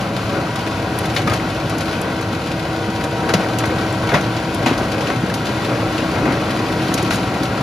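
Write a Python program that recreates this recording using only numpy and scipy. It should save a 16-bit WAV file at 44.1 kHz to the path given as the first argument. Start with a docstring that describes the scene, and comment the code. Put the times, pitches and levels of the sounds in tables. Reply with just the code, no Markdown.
"""A stone crusher is dragged slowly past by a tractor, a few metres away, in the open.
Its rotor roars as filtered noise and random knocks: soil, gravel and grit churned in a steel housing.
Under the roar, sine tones that follow one crankshaft make the hum of the diesel and the drive line.
Now and then a stone splits (a short noise burst and a ping) or is flung against the housing (a thud);
four boulders are struck, ground along the housing and broken."""
import sys
import numpy as np
from scipy import signal
from scipy.fft import rfft, irfft
from scipy.io import wavfile

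SR = 44100
rng = np.random.default_rng(int(sys.argv[2]) if len(sys.argv) > 2 else 0)


def wav_record(signal):
    """Record a signal, one row per channel, as 16-bit PCM in the file named by sys.argv[1]."""
    frames = np.transpose(np.atleast_2d(signal))
    bounded = np.clip(frames, -1, 1)
    # unit amplitude maps onto the largest positive 16-bit level
    quanta = np.round(bounded * 32767).astype(np.int16)
    wavfile.write(sys.argv[1], SR, quanta)


N = 336042
T, BINS = np.arange(N) / SR, np.fft.rfftfreq(N, 1 / SR)  # time in s, frequencies in Hz
EDGE_HZ = 15800  # upper limit of the sound

# crankshaft speed, sagging as the rotor bites: time_s, speed (turns per second)
CRANK_SPEED = [(0.0, 31.29), (0.54, 31.51), (1.09, 31.12), (1.31, 31.04), (1.47, 31.29), (1.66, 31.4),
               (1.81, 31.31), (2.07, 31.45), (2.22, 31.33), (2.52, 31.47), (2.72, 31.26), (2.88, 31.59),
               (3.1, 31.65), (3.4, 31.23), (3.97, 31.13), (4.14, 31.32), (4.26, 31.25), (4.47, 31.61),
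               (4.68, 31.64), (4.85, 31.5), (4.99, 31.2), (5.27, 31.11), (5.51, 31.49), (5.88, 31.08),
               (6.07, 31.15), (6.57, 31.02), (6.68, 31.11), (6.82, 30.93), (7.21, 31.06), (7.62, 31.45)]
ROTOR_RATIO, GEAR_RATIO = .4134, 24.29  # rotor turns and gear teeth per crankshaft turn
# the sag below the free speed (turns per second) is the load; the speed answers it this late
FREE_SPEED, INERTIA_S = 31.7, 0.17

# spectrum of the grit, before the housing colours it: pitch_hz, relative_db
GRIT_SPECTRUM = [(600, -25), (1800, -3.5), (2600, 0), (3700, -2.5), (4800, -5), (5600, -9), (7500, -10.3),
                 (9700, -15.5), (11000, -19), (12000, -20.2), (13000, -23.8), (15500, -25)]
# resonances of the steel housing: pitch_hz, width_hz, level_db against the direct sound
HOUSING_MODES = [(572, 52, 0.5), (662, 7.2, -2), (1005, 20, 1), (1099, 31, 1.5), (1321, 9.6, 5),
                 (1450, 21, 0), (1510, 59, -6), (1609, 30, 4), (1894, 93, 1.5), (2137, 11, -5.5),
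                 (2490, 28, -6.5), (3660, 56, -17), (4750, 200, -3.5)]
# boulders, struck once, ground and then broken: strike_s, break_s, strike_db, ring_db, ring_hz, grinding_db,
# crack_db, brightness (dB per octave), crunch_db, crunch_hz, decay_s, anvil_db; function settings shift some
BOULDER_EVENTS = [(1.272, 1.333, -18.5, -12, 1238, -16, -23, 3.5, -24, 950, 0.02, -30),
                  (3.29, 3.3365, -17.5, -28, 1500, -32, -12.5, 0.5, -13, 610, 0.013, -16),
                  (4.089, 4.139, -20, -19, 2210, -9.5, -17.5, -3, -11.5, 725, 0.033, -10),
                  (4.627, 4.66, -27, -27, 1460, -28, -18.5, -2.5, -16.5, 704, 0.049, -15)]
GRIND_S = 0.1  # half width of the swell while a boulder labours in the chamber
PING_AFTER_S = .001  # a ring starts this long after its crack
BLOW_DECAY_S, PIECE_DECAY_S = 0.0085, 0.0036


def amp(db):
    """Turns decibels into a gain."""
    return 10 ** (np.asarray(db) / 20)


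def evened(x):
    """Scales a sound to an average (rms) level of 1."""
    return x / np.sqrt(np.mean(x ** 2) + 1e-20)


def read(points, hz):
    """Reads a curve of frequency between its points, on a log-frequency axis."""
    f, value = np.transpose(points)
    return np.interp(np.log(hz + 1), np.log(f + 1), value)


def track(rows, axis=1):
    """Reads one column of a curve of time at every sample."""
    rows = np.asarray(rows)
    return np.interp(T, rows[:, 0], rows[:, axis])


def add(mix, s, sound):
    """Mixes a sound in, starting at time s."""
    part = mix[:, max(round(s * SR), 0):][:, :sound.shape[1]]
    part += sound[:, :part.shape[1]]


def wander(rate_hz):
    """A smooth random curve of rms 1, changing up to about rate_hz times a second."""
    slow = rfft(rng.standard_normal(N // 64))
    slow = irfft(slow / (1 + (BINS[:len(slow)] / rate_hz) ** 4))
    return evened(np.interp(T, np.linspace(0, T[-1], len(slow)), slow))


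def colour(x, gain):
    """Filters a sound by a gain for each frequency."""
    return irfft(rfft(x) * gain, x.shape[-1])


def housing(hz):
    """Response of the steel casing: the direct sound plus its ringing panels."""
    return 1 + sum(amp(db) / (1 + 2j * (hz - f) / width) for f, width, db in HOUSING_MODES)


def ripple(hz, depth_db, spacing_hz=45):
    """Countless small modes of the steelwork leave fine peaks and dips, deepest in the treble."""
    knots = np.arange(0, SR / 2, spacing_hz)
    heights = rng.standard_normal(4096)[:len(knots)]
    depth = depth_db * np.minimum(hz / 2500, 1)  # full depth from 2500 Hz up
    return amp(depth * np.interp(hz, knots, heights))


def impacts(per_s, spread_db):
    """Random knocks, most small and a few large, on the direct and the scattered path."""
    strength = amp(spread_db * np.minimum(rng.exponential(1, N), 5))
    size = strength * (rng.random(N) < per_s / SR)
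    return evened(size * rng.standard_normal((2, N)))


def nearness():
    """How far the machine has drawn alongside, as a share from 0 (far) to 1."""
    # time_s, share (0-1)
    alongside = [(0, 0.3), (1.5, 0.39), (2.9, 0.18), (3.6, 0.69), (5.4, 0.56), (5.8, 0.94), (7.62, 1)]
    return np.clip(track(alongside), 0, 1)


def swell(s, width_s):
    """A smooth rise to 1 and fall around time s."""
    return np.exp(-((T - s) / width_s) ** 2)


def flow_db(law):
    """Material gets louder with the load, with nearness and around each boulder."""
    idle_db, load_db, near_db, boulder_db = law
    sag = FREE_SPEED - np.interp(T + INERTIA_S, *np.transpose(CRANK_SPEED))
    grinding = sum(swell((row[0] + row[1]) / 2, GRIND_S) for row in BOULDER_EVENTS)
    return idle_db + load_db * sag + near_db * nearness() + boulder_db * grinding


def pockets_db():
    """Extra level (now and then a little less) while the rotor runs through coarse gravel."""
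    # time_s, half_width_s, level_db
    pockets = [(.36, 0.027, 2.7), (.74, .14, -0.5), (3.43, .05, 2.5), (5.1, 0.025, 1), (5.55, 0.09, 0.4),
               (5.9, 0.17, .9), (6.26, 0.089, 2.2), (6.72, 0.1, 0.5), (7.02, .15, 0.3)]
    return sum(db * swell(s, width) for s, width, db in pockets)


def tone(cycles, jitter=0.16):
    """A sine of rms 1 with a slightly unsteady phase (jitter in radians)."""
    return np.sqrt(2) * np.sin(2 * np.pi * (cycles + rng.random()) + jitter * wander(3.0))


def tones(turns, table, flutter=0.35, jitter=0.068):
    """Multiples of one shaft; each flutters a little and shifts in level as the machine passes."""
    near = nearness()
    out = 0
    for multiple, far_db, near_db in table:
        level = amp(far_db) * (1 - near) + amp(near_db) * near
        out = out + level * (1 + flutter * wander(1.56)) * tone(multiple * turns, jitter)
    return out


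def drive_line(turns, drone_flutter=0.4, drone_flutter_hz=7):
    """Diesel, rotor and gearbox all follow the crankshaft; their clearest tones swell and fade slowly."""
    # engine tones, half orders included: multiple of the crankshaft, far_db, alongside_db
    engine_tones = [(2, -53, -43.5), (4, -43, -42), (5, -37, -39), (5.5, -37, -48), (6, -38, -36.5),
                    (13, -45, -45), (16, -48, -59), (17, -44, -52), (23, -47, -57), (43, -55, -39),
                    (44, -52, -50), (45, -44, -42.5), (47, -43, -42), (50.5, -60, -45), (60, -52, -47),
                    (62, -54, -47)]
    # rotor and belt tones: multiple of the rotor, far_db, alongside_db
    rotor_tones = [(8, -38, -42), (11, -43, -58), (13, -55, -47), (16, -40, -41), (17, -44, -48),
                   (24, -52, -37), (32, -43, -47), (50, -41.5, -42)]
    # time_s, rotor_hum_db, gearbox_whine_db, its_octave_db, engine_whine_db, engine_whistle_db
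    clear_levels = [(0, -38, -35, -52, -57, -47), (.6, -37.5, -38, -54, -40, -34.5),
                    (1.3, -30, -34, -52, -43, -52), (2, -32, -37, -37, -39.5, -45),
                    (2.7, -30.5, -36.5, -50, -40.5, -44), (3.25, -31, -32.5, -38, -33, -40),
                    (3.85, -27, -35, -36, -45, -37.5), (4.4, -31, -37, -40, -38.5, -39),
                    (5.1, -34, -35.5, -43, -44, -41), (6, -29.5, -39.5, -56, -44, -41),
                    (6.7, -29.5, -37.5, -55, -49, -37.5), (7.2, -34.5, -33.5, -47, -40.5, -38.5)]
    # parts of the engine whine: multiple of the crankshaft, relative_db
    whine_parts = [(15, 2.5), (21, -3), (30, 0)]
    # the rotor's low drone comes and goes with its bite: time_s, level_db before its flutter
    drone_levels = [(0, -39), (1.1, -36), (2.8, -43), (3.3, -39), (3.55, -30), (4, -33), (4.3, -28),
                    (4.7, -32), (5.15, -39), (5.6, -30.5), (6.1, -37), (6.6, -33), (7.62, -35)]
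    rotor_turns, teeth = turns * ROTOR_RATIO, turns * GEAR_RATIO

    hum, whistle = tone(25 * rotor_turns), tone(31 * turns)
    engine_whine = sum(amp(db) * tone(multiple * turns) for multiple, db in whine_parts)
    clearest = [hum, tone(teeth), tone(2 * teeth), engine_whine, whistle]
    clear = sum(sound * amp(track(clear_levels, axis=k + 1)) for k, sound in enumerate(clearest))

    drone = tone(9 * rotor_turns) * amp(track(drone_levels))
    drone = drone * (1 + drone_flutter * wander(drone_flutter_hz))
    return clear + tones(turns, engine_tones) + tones(rotor_turns, rotor_tones) + drone


def soil(lumps_db=0.0):
    """Churned earth shakes the whole frame: a low rumble of filtered noise."""
    # pitch_hz, relative_db
    spectrum = [(20, -60), (30, -39), (40, -17), (60, -10), (85, -4), (115, 1), (170, -5), (250, -8),
                (400, -20), (900, -93)]
    # unloaded_db, db per turn a second of sag, extra_db alongside, extra_db around a boulder
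    law = (-29, 1.6, 3, 4)
    rumble = evened(colour(rng.standard_normal((2, N)), amp(read(spectrum, BINS))))
    return rumble * amp(flow_db(law) + lumps_db * wander(8.1))


def gravel(turns, throb=0.067, firing=0.039, knocks=0.4, drum_hz=285, uneven_db=0.83):
    """Gravel drums on the housing, surging once a rotor turn and with each firing of the diesel."""
    # before the housing colours it: pitch_hz, relative_db
    spectrum = [(80, -22), (170, -7), (255, 1.5), (320, 2), (380, -4.5), (480, -2.5), (570, -4.5),
                (800, -1.5), (880, -9), (1200, -8.5), (1550, -9.5), (1770, -17.5), (2400, -14),
                (5000, -46.5)]
    # unloaded_db, db per turn a second of sag, extra_db alongside, extra_db around a boulder
    law = (-26.5, 2.5, 2, 0.9)
    # level of the coarse lumps against the gravel: far_db, alongside_db
    lumps_db = (-18, -5.5)
    near = nearness()
    drumming = knocks * impacts(1100, 1.6) + rng.standard_normal((2, N))
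    rotor_surge = throb * near * np.sin(2 * np.pi * ROTOR_RATIO * turns)
    surge = 1 + rotor_surge + firing * np.sin(2 * np.pi * 2 * turns)  # two firings a turn
    steel = housing(BINS) * ripple(BINS, 2.7)
    roar = evened(colour(drumming * surge, amp(read(spectrum, BINS)) * steel))

    # larger lumps thump in a low, broad resonance of the chamber
    chamber = 1 / (1 + (np.log2((BINS + 1) / drum_hz) / 0.48) ** 4)
    lumps = evened(colour(impacts(170, 0.73) * surge, chamber))
    mixed = roar + amp(np.interp(near, [0, 1], lumps_db)) * lumps
    return mixed * amp(flow_db(law) + pockets_db() + uneven_db * wander(6.3))


def tumbling(low_hz=400, high_hz=2100, cycles=4, clump_db=2.5, pocket_share=1.7, count=24, size=4096):
    """Fist-sized stones tumble in the chamber in clumps, with hollow knocks of many pitches."""
    # unloaded_db, db per turn a second of sag, extra_db alongside, extra_db around a boulder
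    law = (-38.5, 6, 3, 2)
    t, out = np.arange(size) / SR, np.zeros((2, N))
    for hz in np.geomspace(low_hz, high_hz, count):
        shape = (1 - np.exp(-t * hz)) * np.exp(-t * hz / cycles)
        knock = shape * np.sin(2 * np.pi * hz * t)
        # about 14 knocks a second at each pitch
        out += signal.oaconvolve(impacts(14, 2.0), knock[None], axes=1)[:, :N]
    return evened(out) * amp(flow_db(law) + pocket_share * pockets_db() + clump_db * wander(5.1))


def grit(chips=0.57, chip_s=0.011, flicker_db=0.65):
    """A hiss of fine grit with little bursts where chips break."""
    # unloaded_db, db per turn a second of sag, extra_db alongside, extra_db around a boulder
    law = (-34, 1.5, 2.5, 0)
    ticks = np.minimum(impacts(90, 2.5)[0] ** 2, 2500)
    # each tick leaves a burst that dies away over chip_s
    bursts = evened(np.sqrt(signal.lfilter([1], [1, -np.exp(-2 / (chip_s * SR))], ticks)))
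    spray = rng.standard_normal((2, N)) * np.sqrt(1 + (chips * bursts) ** 2)
    spray = spray + 0.13 * impacts(1500, 2.5)
    steel = np.sqrt(housing(BINS)) * ripple(BINS, 2.3, spacing_hz=32)
    hiss = evened(colour(spray, amp(read(GRIT_SPECTRUM, BINS)) * steel))
    return hiss * amp(flow_db(law) + flicker_db * wander(7.1))


def blow(db, centre, decay, rise_cycles=1, narrow_db=5.5, rattle_db=3.0, rattle_s=0.0034,
         ring_db=-11, ring_s=0.014, ring_hz=2200, size=16384):
    """A stone rattles against the housing: noise around one pitch; the panels ring on briefly."""
    t, hz = np.arange(size) / SR, np.fft.rfftfreq(size, 1 / SR)
    octaves = np.log2((hz + 1) / centre)
    body = amp(-narrow_db * octaves ** 2 / np.sqrt(1 + (octaves / 2) ** 2))
    body = body / (1 + (75 / (hz + 1)) ** 4)  # little below 75 Hz
    rattle = amp(rattle_db * np.interp(t / rattle_s, np.arange(size), rng.standard_normal(size)))
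    shape = (1 - np.exp(-t * centre / rise_cycles)) * np.exp(-t / decay)
    thud = evened(colour(rng.standard_normal((2, size)) * rattle, body) * shape)
    thud = thud * np.sqrt(np.mean(shape ** 2))

    ring = 0
    for f, width, level in HOUSING_MODES:
        gain = amp(level) / (1 + (2 * np.log2(f / ring_hz)) ** 2)
        fade = np.exp(-t * width / 30 / ring_s)  # a panel 30 Hz wide dies away over ring_s
        ring = ring + gain * fade * np.sin(2 * np.pi * (f * t + rng.random()))
    hardness = min(centre / 500, 1) ** 2  # deep, soft blows ring the panels less
    return amp(db) * (thud + amp(ring_db) * hardness * ring)


def thump(db, hz, decay, rise_cycles=0.4, size=16384):
    """One low mode, pushed once and dying away."""
    t = np.arange(size) / SR
    shape = (1 - np.exp(-t * hz / rise_cycles)) * np.exp(-t / decay)
    return amp(db) * np.sqrt(2) * shape / shape.max() * np.sin(2 * np.pi * hz * t) * np.ones((2, 1))


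def blows(rattle_db=-3, solid_db=-9):
    """Stones that bounce off the housing unbroken: a solid knock inside a short rattle."""
    # start_s, level_db before the two shares above, centre_hz of the thud
    hits = [(0.244, -9, 110), (.325, -7.5, 185), (1.164, -17, 1400), (1.192, -21, 790), (1.281, -13, 327),
            (2.885, -11.5, 200), (3.637, -12, 910), (4.711, -7, 270), (4.729, -17, 730), (5.1, -12, 644),
            (5.235, -7.5, 202), (5.484, -8.5, 215), (6.026, -11, 242), (6.158, -13.5, 607),
            (6.198, -10, 252), (6.234, -12, 265), (6.256, -9.5, 416), (6.278, -4.5, 260),
            (6.307, -8.5, 280), (6.63, -10, 169), (6.978, -18, 1500), (7.108, -13, 1400),
            (7.124, -17, 1200)]
    out = np.zeros((2, N))
    for s, db, centre in hits:
        add(out, s, blow(db + rattle_db, centre, BLOW_DECAY_S))
        add(out, s, thump(db + solid_db, centre, BLOW_DECAY_S))
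    return out


def crack(db, bright, decay, rise_s=0.0022, hold_s=0.0016, debris_db=-22, debris_s=0.027, size=8192):
    """A stone bursts in a few milliseconds with a tint of its own, then its splinters patter away."""
    t, hz = np.arange(size) / SR, np.fft.rfftfreq(size, 1 / SR)
    grains = rng.standard_normal((2, size)) * amp(3.0 * rng.standard_normal(size))
    tilt = amp(bright * np.log2(np.clip(hz, 1000, 9000) / 4000))
    tint = amp(read(GRIT_SPECTRUM, hz)) * tilt * ripple(hz, 2.5, spacing_hz=201.0)
    burst = evened(colour(grains, tint))
    shape = np.exp(-np.maximum(t - hold_s, 0) / decay) + amp(debris_db) * np.exp(-t / debris_s)
    return amp(db) * burst * shape * np.minimum(t / rise_s, 1)


def ping(db, hz, bounce_db=-6, bounce_s=0.0023, count=3, size=8192):
    """A stone's own modes, rung by the hammer and by quick bounces; high-pitched stones die sooner."""
    # multiple of the stone's pitch, relative_db
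    modes = [(1, 0), (1.38, -13), (1.9, -12)]
    t, out = np.arange(size) / SR, np.zeros((2, size))
    for k in range(count):
        ring = sum(amp(level) * np.sin(2 * np.pi * (hz * ratio * t + rng.random((2, 1))))
                   for ratio, level in modes if hz * ratio < EDGE_HZ)
        shape = (1 - np.exp(-t * hz / 2)) * np.exp(-t * hz / 17)  # dies away over 17 cycles
        add(out, k * bounce_s * rng.uniform(0.52, 2.1), amp(db + k * bounce_db) * ring * shape)
    return out


def cracks(faint_db=-38, spread_db=1.5, spread_db_per_octave=4, ping_db=0.0, count=14,
           decay_s=0.021, halving_db_per_octave=5.5):
    """The loud stones split at set moments, each with its own ping; fainter ones split at random."""
    # start_s, level_db, brightness (dB per octave), pitch_hz of the ping
    loud = [(0.557, -27, 2, 7860), (0.9873, -18.5, 18, 10200), (1.055, -29.5, 6, 9800),
            (1.148, -30, 6, 9400), (1.162, -18, -1, 3750), (1.296, -27, 2, 3040), (1.316, -30, 2, 3330),
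            (1.351, -40, -2, 2450), (1.695, -28, 12, 9000), (1.782, -27, 10, 7000), (1.806, -25, 2, 6000),
            (2.0137, -23, 16, 7550), (2.02, -32, -8, 2460), (2.125, -36, 18, 9000), (2.21, -31, 7, 6950),
            (3.038, -28, 5, 6800), (3.585, -20, 7, 7600), (3.655, -27, 7, 6100), (3.925, -30, 16, 7400),
            (4.208, -29, 2, 6260), (4.235, -29, -4, 2920), (4.365, -29, -3, 7000), (4.545, -25, 13, 9730),
            (4.777, -27, 3, 3570), (4.916, -27, 1, 4720), (5.007, -27, -1, 5260),
            (5.068, -25.5, -2.5, 2960), (5.339, -21.5, 6, 4730), (5.454, -28.5, 2, 3480),
            (5.9792, -25, -3, 3870), (6.9395, -16.5, 10, 6280), (6.9432, -27, 18, 5160),
            (6.976, -22.5, -0.5, 5600), (7.025, -27, 11, 7000), (7.105, -22.5, 2, 6300),
            (7.122, -29, 6, 2600), (7.13, -25, 4, 4300), (7.137, -25, 7, 9500), (7.144, -30, 0, 3900),
            (7.156, -25, 15, 6600), (7.431, -26, 5, 4430)]
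    out = np.zeros((2, N))
    faint = []
    for _ in range(count):
        s, db = rng.uniform(0, T[-1]), faint_db + spread_db * rng.standard_normal()
        bright = spread_db_per_octave * rng.uniform(-.5, 1.1)
        faint.append((s, db, bright, rng.uniform(3230, 8230)))
    for s, db, bright, hz in loud + faint:
        # a small, bright stone dies sooner
        decay = decay_s * 2 ** (-bright / halving_db_per_octave)
        add(out, s, crack(db, bright, decay))
        add(out, s + PING_AFTER_S, ping(db + ping_db, hz))
    return out


def anvil(db, bounce_s=0.006, bounce_db=-4, rise_s=0.0012, count=3, size=16384):
    """A boulder knocks on the anvil plate a few times in quick succession; the plate's modes ring."""
    # modes damped by the soil packed around the plate: pitch_hz, relative_db, t60_s (time to fall 60 dB)
    modes = [(525, -4, 0.09), (608, -2, 0.11), (735, 0, 0.09), (921, -1, 0.07), (1510, -5, 0.07),
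             (1911, -7, 0.08), (2140, -10, 0.09), (2525, -11, 0.08), (3460, -12, 0.07), (3720, -10, 0.06)]
    t, out = np.arange(size) / SR, np.zeros((2, size))
    whole = np.sqrt(sum(amp(level) ** 2 for _, level, _ in modes))
    for k in range(count):
        ring = sum(amp(level - 60 * t / t60) * np.sin(2 * np.pi * (hz * t + rng.random((2, 1))))
                   for hz, level, t60 in modes)
        knock = amp(db + k * bounce_db) * ring / whole * np.minimum(t / rise_s, 1)
        add(out, k * bounce_s * rng.uniform(.8, 1.2), knock)
    return out


def boulders(strike_hz=1150, strike_s=0.018, chip_db=-6, chip_s=0.013, ring_after_s=0.00302,
             grind_share=0.59, grind_s=0.03, crack_share=0.72,
             piece_db=-15.0, piece_gap_s=0.019, piece_fade_db=-4.0, count=4):
    """A boulder rings, grinds and cracks; the anvil clangs, its weight thumps and its pieces rattle."""
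    # a boulder's weight heaves the whole frame: start_s, level_db, pitch_hz, decay_s
    heaves = [(1.303, -15.5, 106.5, 0.027), (1.333, -23, 151, 0.025), (3.3385, -12, 523, 0.0035),
              (3.345, -14.5, 176, 0.014), (3.388, -21, 182, 0.025), (4.137, -20, 150, 0.04),
              (4.158, -17, 201, 0.013), (4.6644, -10.5, 254, 0.0094)]
    out = np.zeros((2, N))
    for (struck, broken, strike_db, ring_db, ring_hz, grind_db, crack_db, bright,
         crunch_db, crunch_hz, decay, anvil_db) in BOULDER_EVENTS:
        # the hammer strikes, chips the boulder and rings it
        add(out, struck, blow(strike_db, strike_hz, strike_s))
        add(out, struck, crack(min(strike_db, crack_db) + chip_db, bright, chip_s))
        add(out, struck + ring_after_s, ping(ring_db, ring_hz, bounce_s=0.026))
        # the grinding swells in raggedly, deeper than the crunch
        grinding = blow(grind_db, grind_share * crunch_hz, grind_s, rise_cycles=4.4, rattle_db=3.0)
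        add(out, struck + 0.57 * (broken - struck), grinding)
        # it breaks and knocks on the anvil plate
        add(out, broken, crack(crack_db, bright, crack_share * decay))
        add(out, broken, blow(crunch_db, crunch_hz, decay, narrow_db=6.0, rattle_db=-1.0))
        add(out, broken + PING_AFTER_S, anvil(anvil_db))
        for k in range(count):
            lands = broken + piece_gap_s * (k + rng.uniform(.7, 1.5))
            level_db = crunch_db + piece_db + k * piece_fade_db
            add(out, lands, blow(level_db, crunch_hz * 2 ** rng.uniform(-.5, 1), PIECE_DECAY_S))
    for s, db, hz, decay in heaves:
        add(out, s, thump(db, hz, decay))
    return out


def ports(direct, scattered):
    """Two microphone ports share the direct sound and hear the scattered sound differently."""
    # pitch_hz, likeness of the two ports (0-1)
    likeness = [(100, .993), (300, .98), (700, .92), (1400, .88), (2000, .72), (2900, .6), (3700, .77),
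                (5100, .52), (6200, .85), (8100, .99), (9500, .85), (11600, .97), (13000, .65),
                (14300, .995)]
    # pitch_hz, left_minus_right_db
    balance = [(100, .3), (600, 1), (1300, 4.2), (1800, 2.5), (2200, 4.7), (3700, 1.2), (4900, 3.2),
               (6500, 1), (8000, 0)]
    # pitch_hz, lead of the left port (radians)
    lead = [(200, 0), (1100, -.35), (1500, -.8), (2200, -.6), (2600, .3), (4200, .3), (5000, .8),
            (6800, -1.2), (7900, -3.05), (8600, -3.25), (10800, -6.1), (12300, -6.4), (13900, -9.35),
            (16000, -9.45)]
    same = np.clip(read(likeness, BINS), 0, 1)
    shared = colour(direct, np.sqrt((1 + same) / 2))
    apart = colour(scattered, np.sqrt((1 - same) / 2))
    # each side takes half of the level and phase difference
    lean = amp(read(balance, BINS) / 2) * np.exp(.5j * read(lead, BINS))
    return np.array([colour(shared + apart, lean), colour(shared - apart, 1 / lean)])


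def scene():
    """The whole machine, heard from beside the track."""
    turns = np.cumsum(track(CRANK_SPEED)) / SR
    material = soil() + gravel(turns) + tumbling() + grit()
    direct, scattered = material + blows() + cracks() + boulders()
    return ports(direct + drive_line(turns), scattered)


def record(dry):
    """Rounds off the highest peaks, then removes what lies above the upper limit."""
    rounded = dry / (1 + dry ** 6) ** (1 / 6)
    lowpass = signal.firwin(511, EDGE_HZ, window=("kaiser", 9), fs=SR)
    return signal.oaconvolve(rounded, lowpass[None], "same")


dry = scene()
out = record(dry)
wav_record(out)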